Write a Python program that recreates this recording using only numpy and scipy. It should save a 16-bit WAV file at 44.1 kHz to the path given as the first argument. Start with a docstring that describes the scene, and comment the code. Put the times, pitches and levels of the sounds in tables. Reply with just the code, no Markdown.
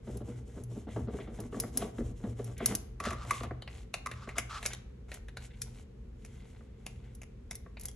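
"""Scraping and picking at a decal on a cutting mat

A plastic scraper burnishes a vinyl decal: each stroke bumps the desk and hisses over the tape.
Then it is put down, the decal is slid off the mat, and its stiff film snaps and crinkles as a corner is picked.
Rubbing is filtered noise with tiny slips; knocks and snaps are short noise bursts that set resonances ringing.
A small room with a low hum is heard around it, through two closely spaced microphone ports.
"""
import sys
import numpy as np
from scipy import signal
from scipy.fft import rfft, irfft, next_fast_len
from scipy.io import wavfile

SR = 44100
rng = np.random.default_rng(int(sys.argv[2]) if len(sys.argv) > 2 else 0)


def log_audio(samples):
    """Write samples as a 16-bit WAV file to the path given in sys.argv[1]."""
    # one column per channel
    frames = np.atleast_2d(samples).T
    # limit to full scale, then quantise
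    limited = np.clip(frames, -1, 1)
    pcm = np.round(limited * 32767).astype(np.int16)
    wavfile.write(sys.argv[1], SR, pcm)


N = 350595
TIME = np.arange(N) / SR

# Tone of hard, bright contacts: (frequency [Hz], relative level [dB])
TICK_TONE = [(900, -19.5), (3500, -14.5), (6200, -2), (8300, -7.5), (10400, 9), (11700, -4), (16000, -34)]
# Resonances of the desk: (frequency [Hz], width [Hz], relative level [dB])
DESK_MODES = [(223, 46.3, 9), (331, 29.8, 3), (397.6, 30, 5), (481.3, 27, 2.5), (573, 67, -6)]
# Lowest resonances of the desk: (frequency [Hz], width [Hz], relative level [dB])
DESK_BOOM_MODES = [(118.7, 3.9, 17), (62, 8.7, 4)]
# Resonances of the mat: (frequency [Hz], width [Hz], relative level [dB])
MAT_MODES = [(656, 110, 27.7), (950, 25, 5.8), (1098, 140, 22), (2070, 510, 12.9)]
# Resonances of the bending film: (frequency [Hz], width [Hz], relative level [dB])
FILM_BEND_MODES = [(2090, 420, 0.5), (2870, 800, 0), (3700, 600, 0), (4500, 600, -3)]
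# Scraper, card and nails knock on the mat: (time [s], level [dB], level of the desk thump [dB])
MAT_KNOCKS = [(3.0013, -33, -49), (3.0392, -36.5, -53), (3.0518, -33.5, -45), (3.1052, -33.5, -46.5),
              (3.1309, -38.5, -51.5), (3.249, -47, -52.5), (3.3085, -21.5, -51), (3.4331, -38, -45.5),
              (4.0607, -30, -56), (4.365, -48, -49.5)]


def from_db(db):
    """Decibels to gain."""
    return 10 ** (np.asarray(db) / 20)


def rms_one(x):
    """Scale to an average (rms) level of 1."""
    return x / np.sqrt(np.mean(x ** 2) + 1e-20)


def at_hz(points, hz):
    """Read a table between its points, on a log-frequency axis."""
    known, values = np.transpose(points)
    return np.interp(np.log(np.maximum(hz, 1)), np.log(known), values)


def add(track, s, sound):
    """Mix a sound into a track at time s."""
    start = max(round(s * SR), 0)
    track[start:start + len(sound)] += sound[:N - start]


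def drift(per_s):
    """Random wandering with spread 1: straight lines between chance values, per_s of them a second."""
    knots = rng.standard_normal(4000)
    return rms_one(np.interp(TIME * per_s, np.arange(len(knots)), knots))


def colour(x, spectrum):
    """Filter to the given spectrum without sounding early, falling away below its first point."""
    size = next_fast_len(2 * len(x), True)
    hz = np.arange(size // 2 + 1) * SR / size
    gain = from_db(at_hz(spectrum, hz)) * np.clip(hz / spectrum[0][0], 1 / 20, 1) ** 2
    # folding the cepstrum gives the minimum-phase version of this gain
    cepstrum = irfft(np.log(gain), size)
    cepstrum[1:size // 2] *= 2
    cepstrum[size // 2 + 1:] = 0
    response = np.exp(rfft(cepstrum))
    return irfft(rfft(x, size) * response, size)[:len(x)]


def resonate(x, modes):
    """Let resonances ring side by side, with alternating sign; a narrow one rings longer."""
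    out = 0
    for k, (hz, width, db) in enumerate(modes):
        r = np.exp(-np.pi * width / SR)
        poles = [1, -2 * r * np.cos(2 * np.pi * hz / SR), r * r]
        ring = signal.lfilter([1, 0, -1], poles, x + 1e-18)
        out = out + (-1) ** k * from_db(db) * (1 - r * r) / 2 * ring
    return out


def cut(x, hz, kind, order=2):
    """Butterworth filter: "low" keeps what lies below hz, "high" what lies above."""
    return signal.sosfilt(signal.butter(order, min(hz, SR / 2 - 1), kind, fs=SR, output="sos"), x)


def sized(x, db, span_s):
    """Give a short sound the energy of a level db held for span_s."""
    return from_db(db) * x * np.sqrt(span_s * SR / (np.sum(x ** 2) + 1e-20))


def slips(per_s, spread_db, count):
    """Tiny slips at random moments, of uneven size and sign."""
    sizes = from_db(spread_db * np.minimum(rng.exponential(1, count), 4))
    happens = rng.random(count) < per_s / SR
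    return sizes * rng.choice([-1, 1], count) * happens


def buckle(settle_s, flutter):
    """One sudden jump, then a dying flutter of random ones."""
    t = TIME[:SR // 10]
    jumps = rng.standard_normal(len(t)) * (np.exp(-t / settle_s) + flutter * np.exp(-t / 0.0096))
    jumps[0] = 2
    return jumps


def ports(x):
    """The right port lags the left, most around two treble resonances; the left is slightly louder."""
    right = x
    for hz, width in [(4750, 150), (9500, 4000)]:
        r = np.exp(-np.pi * width / SR)
        poles = [1, -2 * r * np.cos(2 * np.pi * hz / SR), r * r]
        right = signal.lfilter(poles[::-1], poles, right)  # all-pass: delays without changing the level
    return np.array([x * from_db(0.63), right])


def diffuse(common, apart, apart_db):
    """Sound from all around: a shared part, plus a part of opposite sign at the two ports."""
    # Tone of the part that differs between the ports: (frequency [Hz], relative level [dB])
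    apart_tone = [(300, -5), (700, 8), (1250, -2), (3300, 4), (6000, 3.5), (12000, -31.5)]
    return ports(common) + from_db(apart_db) * ports(colour(apart, apart_tone)) * [[1], [-1]]


def background():
    """Low ventilation rumble from filtered noise, with a wavering hum of noise through narrow resonances."""
    # Tone of the rumble: (frequency [Hz], relative level [dB])
    room_tone = [(25, -32), (45, -3.5), (80, -11), (150, -20), (230, -17), (290, -30), (450, -24.5),
                 (630, -44), (2100, -50), (5000, -61), (11000, -59), (14000, -92)]
    # Hum resonances: (frequency [Hz], width [Hz], relative level [dB])
    hum_modes = [(60.2, 5.2, 1), (123.17, 2.4, 0.41)]
    common, apart = (rms_one(colour(rng.standard_normal(N), room_tone)) for _ in range(2))
    hum = rms_one(cut(resonate(rng.standard_normal(N), hum_modes), 270, "low"))
    return from_db(-50.0) * diffuse(common, apart, apart_db=-3.0) + from_db(-51.5) * hum


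def room(x):
    """Dense reflections: bands of noise that each die away at their own rate."""
    # Time for reflections to fall by 60 dB: (frequency [Hz], time [s])
    decay_times = [(1000, 0.66), (6000, 0.34), (11000, 0.34), (16000, 0.081)]
    t, edges = TIME[:SR // 2], np.geomspace(80, 16000, 9)
    tails = np.zeros((2, len(t)))
    for low, high in zip(edges, edges[1:]):
        band = cut(rng.standard_normal(tails.shape), low, "high", order=4)
        band = cut(band, high, "low", order=4)
        tails += band * from_db(-60 * t / at_hz(decay_times, np.sqrt(low * high)))
    tails *= 1 - np.exp(-(t / 0.0007) ** 2)  # soft start
    common, apart = (signal.fftconvolve(x, tail / np.linalg.norm(tail))[:N] for tail in tails)
    return diffuse(common, apart, apart_db=-2.5)


def pressure_db(s):
    """How hard the scraper is pressed at time s."""
    # Pressure on the scraper: (time [s], level [dB])
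    pressing = [(0.1, 2.5), (0.7, -2), (0.95, 1.5), (1.4, 4), (1.62, 7), (1.83, 10.5), (2.05, 0),
                (2.45, 4.5), (2.65, 8)]
    return np.interp(s, *np.transpose(pressing))


def speed(start, end):
    """A pass gathers speed and slows again towards its end."""
    out, inside = np.zeros(N), (TIME > start) & (TIME < end)
    out[inside] = np.sin(np.pi * (TIME[inside] - start) / (end - start)) ** 0.82
    return out


def burnishing():
    """Effort of the scraper, to and fro at an even pace: speed times pressure, a little more on each way back."""
    first_s, pass_s, passes = 0.022, 0.2115, 13
    return_gain_db = 1
    moving = np.zeros(N)
    for k in range(passes):
        start = first_s + pass_s * k
        moving += from_db(return_gain_db * (k % 2)) * speed(start, start + pass_s)
    return moving * from_db(pressure_db(TIME))


def rumble():
    """The desk rumbles unevenly under the moving scraper, and sways once with a thud as the hand leans in."""
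    uneven = rng.standard_normal(N) * from_db(6.3 * drift(35))
    out = from_db(-50.5) * burnishing() * rms_one(cut(resonate(uneven, DESK_MODES), 1200, "low"))
    thud_s, thud_db = 1.995, -38
    age = TIME[:SR // 2] / 0.027
    push = rng.standard_normal(len(age)) * age * np.exp(-age)
    sway = resonate(push, [(56.4, 16, 0)])  # frequency Hz, width Hz, dB
    add(out, thud_s, sized(cut(sway, 110, "low"), thud_db, 0.073))
    return out


def bump(ring_db, chatter_db, boom_db):
    """An edge judders along: the mat chatters first, the desk rings, and its lowest modes swell last."""
    t = TIME[:SR // 2]
    age = t / 0.039
    # the edge catches about 140 times a second, each catch a short burst
    catches = np.abs(slips(140, 0.75, len(t)))
    catches[0] = 2
    grip = 0.55 + signal.lfilter([1], [1, -np.exp(-1 / (0.0015 * SR))], catches + 1e-18)
    judder = grip * rng.standard_normal(len(t))
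    rise_s = 0.0017
    scrape = judder * (1 - np.exp(-t / rise_s)) * np.exp(-1.9 * age)
    chatter = rms_one(cut(resonate(scrape, MAT_MODES), 3600, "low", order=4))
    grit = rms_one(cut(cut(scrape, 1700, "high"), 2900, "low", order=4))
    chatter = chatter + from_db(-8.5) * grit
    modes = [(hz, width, db + 2 * rng.normal()) for hz, width, db in DESK_MODES]  # each spot rings differently
    ring = cut(resonate(judder * age ** .5 * np.exp(-2.4 * age), modes), 1100, "low")
    boom = cut(resonate(judder * age * np.exp(-age), DESK_BOOM_MODES), 170, "low")
    return sized(chatter, chatter_db, 0.08) + sized(ring, ring_db, 0.041) + sized(boom, boom_db, 0.05)


def desk():
    """The desk booms under the moving scraper and is bumped by its catches and by the knocks."""
    # The scraper edge catches and bumps the desk: (time [s], level [dB])
    edge_bumps = [(0.072, -42), (0.204, -44), (0.573, -47), (0.87, -42.5), (0.961, -35.5), (1.072, -40),
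                  (1.273, -43.5), (1.388, -40.5), (1.524, -42.5), (1.814, -36), (1.982, -34.5),
                  (2.238, -36), (2.389, -39.5), (2.609, -39.5), (2.719, -38.5)]
    boom = rms_one(cut(resonate(rng.standard_normal(N), DESK_BOOM_MODES), 380, "low"))
    out = from_db(-49.5) * np.sqrt(burnishing()) * boom
    for s, db in edge_bumps:
        # under pressure a bump chatters more and booms less
        chatter_db = -34.5 + 0.81 * db + 1.7 * pressure_db(s)
        boom_db = -9 + 0.68 * db - 1.84 * pressure_db(s)
        add(out, s, bump(db, chatter_db, boom_db))
    for s, _, db in MAT_KNOCKS:
        add(out, s, bump(db, chatter_db=db - 4.5, boom_db=db + 6.5))
    return out


def thumps():
    """A blunt landing: one short push sets the mat and the desk ringing."""
    # Scraper edge and fingertips land on the mat: (time [s], level [dB])
    landings = [(0.968, -48.5), (1.187, -45.5), (1.544, -44), (1.636, -41), (2.605, -37), (3.069, -35),
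                (3.408, -41.5), (3.5093, -38.5), (4.274, -43), (6.6076, -58), (7.662, -52)]
    span_s, desk_db = 0.0059, 2.5
    out = np.zeros(N)
    for s, db in landings:
        push = buckle(settle_s=0.003, flutter=0.5)
        mat = sized(cut(resonate(push, MAT_MODES), 2200, "low"), db, span_s)
        wood = sized(cut(resonate(push, DESK_MODES), 700, "low"), db + desk_db, span_s)
        add(out, s, mat + wood)
    return out


def ticks():
    """Hard, bright contacts on the taut tape: short bursts of filtered noise."""
    # Sharp ticks of nails and scraper edge: (time [s], relative level [dB])
    sharp_contacts = [(0.1716, -43), (0.637, -45), (1.4027, -40), (1.6, -23), (1.7732, -19.5), (2.444, -40),
                      (2.58, -43), (2.6588, -15), (2.7513, -22.5), (5.142, -41), (7.1504, -47.5),
                      (7.554, -36), (7.7967, -43), (7.811, -40), (7.834, -42), (7.8546, -30)]
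    out = np.zeros(N)
    for s, db in sharp_contacts:
        contact = colour(buckle(settle_s=0.0041, flutter=0.14), TICK_TONE)
        add(out, s, sized(contact, db - 8.5, 0.015))
    return out


def buckles(jolts, body_modes):
    """Each jolt shakes the body it meets, the bend that gives way, the rest of the sheet and its edge."""
    lead_in_s = 0.0075
    out, lead = np.zeros(N), round(lead_in_s * SR)
    for s, bend_db, body_db, crack_db, bend_hz in jolts:
        # a few milliseconds of soft noise swell into each jolt, which then settles in small crackles
        release = buckle(settle_s=0.0023, flutter=0.59)
        release += 1.7 * slips(220, 5.7, len(release)) * np.exp(-TIME[:len(release)] / 0.015)
        lead_in = 0.22 * rng.standard_normal(lead) * np.linspace(0, 1, lead) ** 2
        jolt, start = np.concatenate([lead_in, release]), s - lead / SR
        sheet_modes = [(hz, width, db + 2 * rng.normal()) for hz, width, db in FILM_BEND_MODES]
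        bends = resonate(jolt, sheet_modes)
        bends += resonate(jolt, [(bend_hz, 255, 7.5)])  # the bend that gives way
        body = cut(resonate(jolt, body_modes), 1380, "low")
        crack = cut(colour(jolt, TICK_TONE), 9850, "low", order=5)
        add(out, start, sized(body, body_db, 0.0032))
        add(out, start, sized(cut(bends, 5600, "low"), bend_db, 0.0027))
        add(out, start, sized(crack, crack_db, 0.0074))
    return out


def knocks():
    """Knocks ring mostly in the hollow of the mat, and less in the bends of the film."""
    # Hollow ring of the mat: (frequency [Hz], width [Hz], relative level [dB])
    hollow_modes = [(952, 110, -5), (1197, 78, 7.5)]
    lowest_bend_hz = FILM_BEND_MODES[0][0]
    jolts = [(s, db - 6, db, db - 10.5, lowest_bend_hz) for s, db, _ in MAT_KNOCKS]
    return buckles(jolts, hollow_modes)


def snaps():
    """Snaps ring mostly in the bends of the film, each with its own sharpness and pitch."""
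    # The film snaps as it bends: (time [s], relative level [dB], treble level [dB], pitch of the bend [Hz])
    film_snaps = [(3.6213, -39.5, -57.5, 3040), (3.676, -38, -62, 1980), (3.94, -26, -36.5, 2510),
                  (4.1137, -35, -48, 1910), (4.2896, -35, -53, 2000), (4.3825, -23.5, -29, 2100),
                  (4.6279, -36, -46.5, 2000), (4.654, -29, -42, 1250), (4.661, -32.5, -28, 2150),
                  (4.733, -37, -40.5, 3140), (5.1165, -37, -52, 1850), (5.284, -45, -58.5, 1640),
                  (5.37, -35.5, -49, 1610), (5.6176, -47.5, -33.5, 2500), (6.249, -48.5, -50.5, 2240),
                  (6.8641, -37, -41, 2330), (7.217, -44, -50.5, 2110), (7.5102, -37.5, -38, 2150),
                  (7.7702, -41.5, -80, 2450), (7.884, -49, -43.5, 3340)]
    # Body of the film: (frequency [Hz], width [Hz], relative level [dB])
    film_modes = [(537, 930, 0.2), (1360, 430, -0.46), (1920, 133, -1.6)]
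    jolts = [(s, db - 2.5, db - 8, treble_db, hz) for s, db, treble_db, hz in film_snaps]
    return buckles(jolts, film_modes)


def friction(gain, spectrum, grains_per_s, grain_db):
    """Sliding contact: separate catches over a smooth hiss, under a wavering pressure."""
    grains = rms_one(slips(grains_per_s, grain_db, N)) + rng.standard_normal(N)
    pressure = from_db(3.1 * drift(34))
    return gain * rms_one(colour(grains * pressure, spectrum))


def strokes(moves):
    """Strength of several sliding moves, each following the speed of the hand."""
    return sum(from_db(db) * speed(start, end) for start, end, db in moves)


def rubbing():
    """Sliding on the film hisses, rasps and crinkles it; dragging over the mat has a hollow tone."""
    # Fingers and backing slide over the film: (start [s], end [s], relative level [dB])
    finger_slides = [(2.66, 2.75, -53.5), (3.045, 3.154, -61), (3.254, 3.46, -50), (3.684, 3.856, -60.5),
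                     (3.986, 4.622, -75), (4.58, 4.773, -56.5), (5.079, 5.196, -58.5), (5.393, 5.487, -60),
                     (5.51, 5.757, -68), (5.733, 5.845, -63), (6.143, 6.691, -69.5), (6.757, 7.2, -72),
                     (7.775, 7.93, -66)]
    # Card and scraper dragged over the mat: (start [s], end [s], level [dB])
    mat_drags = [(3.019, 3.13, -41), (3.136, 3.275, -55), (4.066, 4.4, -57), (4.352, 4.403, -43.5),
                 (4.49, 4.6, -41.5)]
    # Scraper or finger grips and rasps on the sheet: (start [s], end [s], level [dB])
    sheet_grips = [(0.87, 0.96, -60.5), (1.077, 1.33, -64), (1.197, 1.226, -55), (1.788, 1.857, -54.5),
                   (2.559, 2.71, -51.5), (4.7, 4.745, -51), (5.501, 5.524, -60.5), (5.53, 5.56, -62.5),
                   (6.195, 6.52, -74), (6.547, 6.88, -80), (7.015, 7.144, -72)]
    # Tones of the fine hiss, the coarser rasp and the drag: (frequency [Hz], relative level [dB])
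    hiss_tone = [(3000, 2), (4600, -5.5), (6500, 3), (10700, 2.5), (12300, -15.5), (15000, -48)]
    rasp_tone = [(750, 5.5), (1250, -2.5), (1500, 2), (1750, -6), (2150, 3), (2700, -19.5), (3300, -11),
                 (14000, -47)]
    drag_tone = [(700, -17), (1030, -8), (1220, 2), (1550, -9.5), (2000, -16.5), (3000, -15.5),
                 (10500, -25.5), (14000, -66)]
    # The sheet rings under a sliding finger: (frequency [Hz], width [Hz], relative level [dB])
    sheet_modes = [(1530, 44, -2), (2090, 220, -0.5), (2780, 260, -6.5), (3350, 500, -7)]
    scraper, fingers, drag = burnishing(), strokes(finger_slides), strokes(mat_drags)
    hiss = from_db(-65) * scraper + fingers
    rasp = from_db(-68) * scraper + from_db(-2.5) * fingers
    crinkles = fingers * rms_one(cut(resonate(slips(700, 5.7, N), FILM_BEND_MODES), 4900, "low"))
    grip = from_db(-17.5) * fingers + strokes(sheet_grips)
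    sheet = grip * rms_one(cut(resonate(slips(4430, 3, N), sheet_modes), 4500, "low"))
    return (friction(hiss, hiss_tone, grains_per_s=810, grain_db=0.0)
            + friction(rasp, rasp_tone, grains_per_s=570, grain_db=7.5)
            + friction(drag, drag_tone, grains_per_s=1500, grain_db=2.0)
            + from_db(-5) * crinkles + sheet)


def scene():
    """Hands at work just under the microphone, in a small room."""
    work = rumble() + desk() + thumps() + ticks() + knocks() + snaps() + rubbing()
    return background() + from_db(-15.0) * room(work) + ports(work)


def record(dry):
    """The top is cut steeply above 16200 Hz."""
    return signal.sosfilt(signal.ellip(10, .1, 80, 16200, fs=SR, output="sos"), dry)


dry = scene()
out = record(dry)
log_audio(out)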